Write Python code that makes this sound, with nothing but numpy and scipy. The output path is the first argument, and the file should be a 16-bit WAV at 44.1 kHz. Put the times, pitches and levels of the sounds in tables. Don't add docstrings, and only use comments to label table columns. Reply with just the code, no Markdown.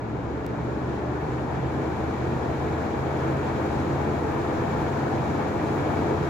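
import sys
import numpy as np
from scipy import signal
from scipy.fft import rfft, irfft, next_fast_len
from scipy.io import wavfile

SR = 44100
rng = np.random.default_rng(int(sys.argv[2]) if len(sys.argv) > 2 else 0)


def put_to_file(sound):
    columns = np.atleast_2d(sound).T
    safe = np.clip(columns, -1, 1)
    whole_steps = np.round(safe * 32767)
    wavfile.write(sys.argv[1], SR, whole_steps.astype(np.int16))


N = 277389

FULL_HZ = 28.67

# pitch_hz, lead_radians
EAR_LEAD = [(40, 0.9), (82, 0.45), (105, 0.55), (140, -0.15), (190, 0.16), (275, 0.17), (480, 0.51),
            (570, 1.72), (780, -0.22), (1300, 0.56), (1620, -1.2), (2150, 1.88), (2400, 0.25), (6000, 0.13)]


def undb(db):
    return 10 ** (np.asarray(db) / 20)


def on_log_axis(hz, points, column=1):
    points = np.array(points)
    return np.interp(np.log(hz + 1e-3), np.log(points[:, 0]), points[:, column])


def swell(points):
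    times_s, levels_db = np.array(points).T
    return undb(np.interp(np.arange(N) / SR, times_s, levels_db))


def walk(rate):
    size = next_fast_len(N)
    hz = np.fft.rfftfreq(size, 1 / SR)
    keep_slow = np.exp(-(hz / rate) ** 2) * (hz > 0)
    drift = irfft(rfft(rng.standard_normal(size)) * keep_slow, size)[:N]
    return drift / drift.std()


def colour_db(hz):
    # pitch_hz, left_db (per Hz), right_db (per Hz)
    rush_levels = [(20, -82, -79), (38, -81, -78), (63, -66.5, -70), (308.5, -52.5, -53.5),
                   (580, -61.5, -62), (962, -60.5, -63.5), (1542, -67.5, -81.5), (2020, -78, -75),
                   (2910, -81, -80.5), (5150, -92, -88.5), (6670, -91, -89.5), (8550, -102.5, -100),
                   (11700, -102, -100), (13700, -106, -105.5), (14900, -101, -105)]
    # pitch_hz, width_hz, left_lift_db, right_lift_db
    resonances = [(65.4, 39, 9.5, 13), (95, 24, -3, -4), (127.6, 45, 6.5, 11.5), (169.4, 16, 1, 7),
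                  (184, 22, -3, -3), (218, 19, 3.5, -1), (267, 26, 0.5, -2.5), (292, 11, 0, 3),
                  (332, 52, 1, 2.5), (378, 34, 0, 0.5), (431, 25, 3.5, 6.5), (513, 42, 1, 5.5),
                  (587, 23, 5, 1), (603, 27, -1, 8.5), (664, 75, 4, -4.5), (755, 110, 4, -0.5),
                  (841, 46, 4.5, -6), (887, 22, 2.5, 3.5), (938, 30, 4, -4), (1018, 40, 2, -1),
                  (1240, 80, 1, 0.5), (1436, 267, 2, 10.5), (1679, 130, 2.5, 9), (1854, 200, -0.5, 8.5),
                  (2200, 44, 5, 4), (2306, 245, 4, 4), (2920, 110, -1.5, -2.5), (3160, 330, -4.5, 1),
                  (4000, 300, 3, 0), (7160, 610, 7.5, -3.5)]
    levels_db = np.array([on_log_axis(hz, rush_levels, column) for column in (1, 2)])
    for centre, width, *lift_db in resonances:
        bump = np.exp(-2 * ((hz - centre) / width) ** 2)
        levels_db += np.outer(lift_db, bump)
    return levels_db


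def air(speed, flutter_db=0.7, gust_db=0.2):
    # pitch_hz, coherence (0 to 1)
    likeness = [(40, 0.8), (75, 0.9), (100, 0.89), (135, 0.93), (185, 0.91), (290, 0.98), (470, 1),
                (620, 0.15), (950, 0.73), (1200, 0.13), (1900, 0.27), (2300, 0.8), (2700, 0), (9000, 0.1)]
    # start_s, level_db
    roar_swell = [(0, -1.5), (0.55, 1.2), (1.2, 1.1), (1.58, -1), (1.77, 2.7), (1.98, -0.5), (2.5, 1),
                  (2.75, -2), (3.25, 2.2), (3.47, -2.5), (3.65, 1.8), (4.3, 0.3), (4.75, -1), (5.35, 1),
                  (5.6, 1.2), (5.8, -0.5), (6.1, 3.5), (6.29, -0.5)]
    roar_hz = 350
    growth_power, growth_per_octave = 3.61, 0.6
    hiss_hz, hiss_power = 8000, 1.8

    size = next_fast_len(N)
    hz = np.fft.rfftfreq(size, 1 / SR)
    left, other = rfft(rng.standard_normal((2, size)))
    alike = np.clip(on_log_axis(hz, likeness), 0, 1)
    right = alike * left + np.sqrt(1 - alike ** 2) * other
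    right = right * np.exp(-1j * on_log_axis(hz, EAR_LEAD))
    rush = np.array([left, right]) * undb(colour_db(hz)) * np.sqrt(SR / 2)

    octaves = np.arange(-3.5, 4)
    centres = 1000 * 2 ** octaves
    powers = growth_power + growth_per_octave * octaves + hiss_power * (centres > hiss_hz)
    gusts = undb(gust_db * walk(rate=44))
    out = 0
    for centre, peak, power in zip(centres, np.eye(len(centres)), powers):
        in_roar = abs(np.log2(centre / roar_hz)) < 0.5
        roar = swell(roar_swell) if in_roar else 1
        band = on_log_axis(hz, np.column_stack([centres, peak]))
        band_sound = irfft(rush * band, size)[:, :N]
        flutter = undb(flutter_db * walk(rate=20))
        out = out + band_sound * speed ** power * roar * flutter
    return out * gusts


def blades(speed, angle, waver=0.1):
    # left_db, right_db, growth (power of speed)
    blade_tones = [(19.5, 19.5, 0), (9, 12.5, 6), (9.5, 5, 3.5), (12, 12.5, 3), (11, 6.5, 7), (11, 14, 5),
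                   (14, 5, 6), (19, 11, 8), (12, 13, 4), (17, 9, 8), (11.5, 8, 5), (7, 4, 8), (4, 11, 6),
                   (15, 4, 7), (11, 5, 9)]
    # start_s, level_db
    deep_tone_swell = [(0, -6), (0.8, -3), (1.6, 0.5), (2.7, 1.5), (3.3, 2), (3.95, 5), (4.5, 1), (5.0, -2),
                       (5.6, -2), (6.0, 5), (6.29, 1)]
    blade_count = 3

    out = np.zeros((2, N))
    speeds = np.linspace(speed.min(), speed.max(), 64)
    deepest = swell(deep_tone_swell)
    for harmonic, (*over_db, power) in enumerate(blade_tones, 1):
        multiple = harmonic * blade_count
        phase = multiple * angle + rng.uniform(0, 2 * np.pi)
        lead = on_log_axis(multiple * FULL_HZ, EAR_LEAD)
        gains = undb(colour_db(multiple * FULL_HZ * speeds) + np.array(over_db)[:, None])
        left, right = (np.interp(speed, speeds, gain) for gain in gains)
        level = deepest if harmonic == 1 else 1 + waver * walk(rate=5.1)
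        strength = speed ** power * level
        out += strength * np.array([left * np.sin(phase), right * np.sin(phase - lead)])
    return np.sqrt(2) * out


def drones(speed, angle, power=2.0):
    # multiple (of shaft rate), width_hz, left_db, right_db
    drone_bands = [(4.96, 2.8, -37, -34.6), (7.7, 5, -40, -39.5)]
    # start_s, level_db
    lower_swell = [(0, 2), (0.6, 3.5), (1.5, 5.5), (1.95, 0), (2.25, 7.5), (2.65, 0), (3.0, 1), (3.2, 7),
                   (3.6, 1), (4.0, 2), (4.6, -2), (4.8, 3), (5.25, 0), (6.29, 0)]
    upper_power = 3.4

    out = 0
    strengths = (swell(lower_swell), speed ** upper_power)
    for (multiple, width, *ear_db), strength in zip(drone_bands, strengths):
        eddies = walk(rate=width) + 1j * walk(rate=width)
        eddies /= np.hypot(np.abs(eddies), 0.5)
        drone = np.real(eddies * np.exp(1j * multiple * angle))
        out = out + strength * np.outer(undb(ear_db), drone)
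    return np.sqrt(2) * speed ** power * out


def motor(speed, angle, left_db=-37, right_db=-43, power=10, unbalance_db=-59):
    hum_hz = 100
    waver = undb(0.8 * walk(rate=1.1))
    hum = np.sin(2 * np.pi * hum_hz * np.arange(N) / SR) * speed ** power * waver
    shake = undb(unbalance_db) * np.sin(angle)
    return np.sqrt(2) * (np.outer(undb([left_db, right_db]), hum) + shake)


def ticks(decay_s=0.00004, ring_hz=2000, ring_db=-12, ring_s=0.0005):
    # start_s, step_db
    tick_times = [(0.4655, -22)]
    out, t = np.zeros((2, N)), np.arange(N) / SR
    for start, db in tick_times:
        age = np.maximum(t - start, 0)
        out += undb(db) * (t >= start) * np.exp(-age / decay_s)
        ring = np.sin(2 * np.pi * ring_hz * age) * np.exp(-age / ring_s)
        out[0] += undb(db + ring_db) * ring
    return out


def scene():
    shortfall_hz, spin_up_s = 5.65, 2.15
    speed = 1 - shortfall_hz / FULL_HZ * np.exp(-np.arange(N) / SR / spin_up_s)
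    angle = 2 * np.pi * np.cumsum(FULL_HZ * speed) / SR
    return air(speed) + blades(speed, angle) + drones(speed, angle) + motor(speed, angle) + ticks()


def record(dry):
    top_hz = 15750
    low_pass = signal.firwin(401, top_hz, fs=SR, window="blackman")
    return signal.fftconvolve(dry, low_pass[None], "same", axes=1)


dry = scene()
out = record(dry)
put_to_file(out)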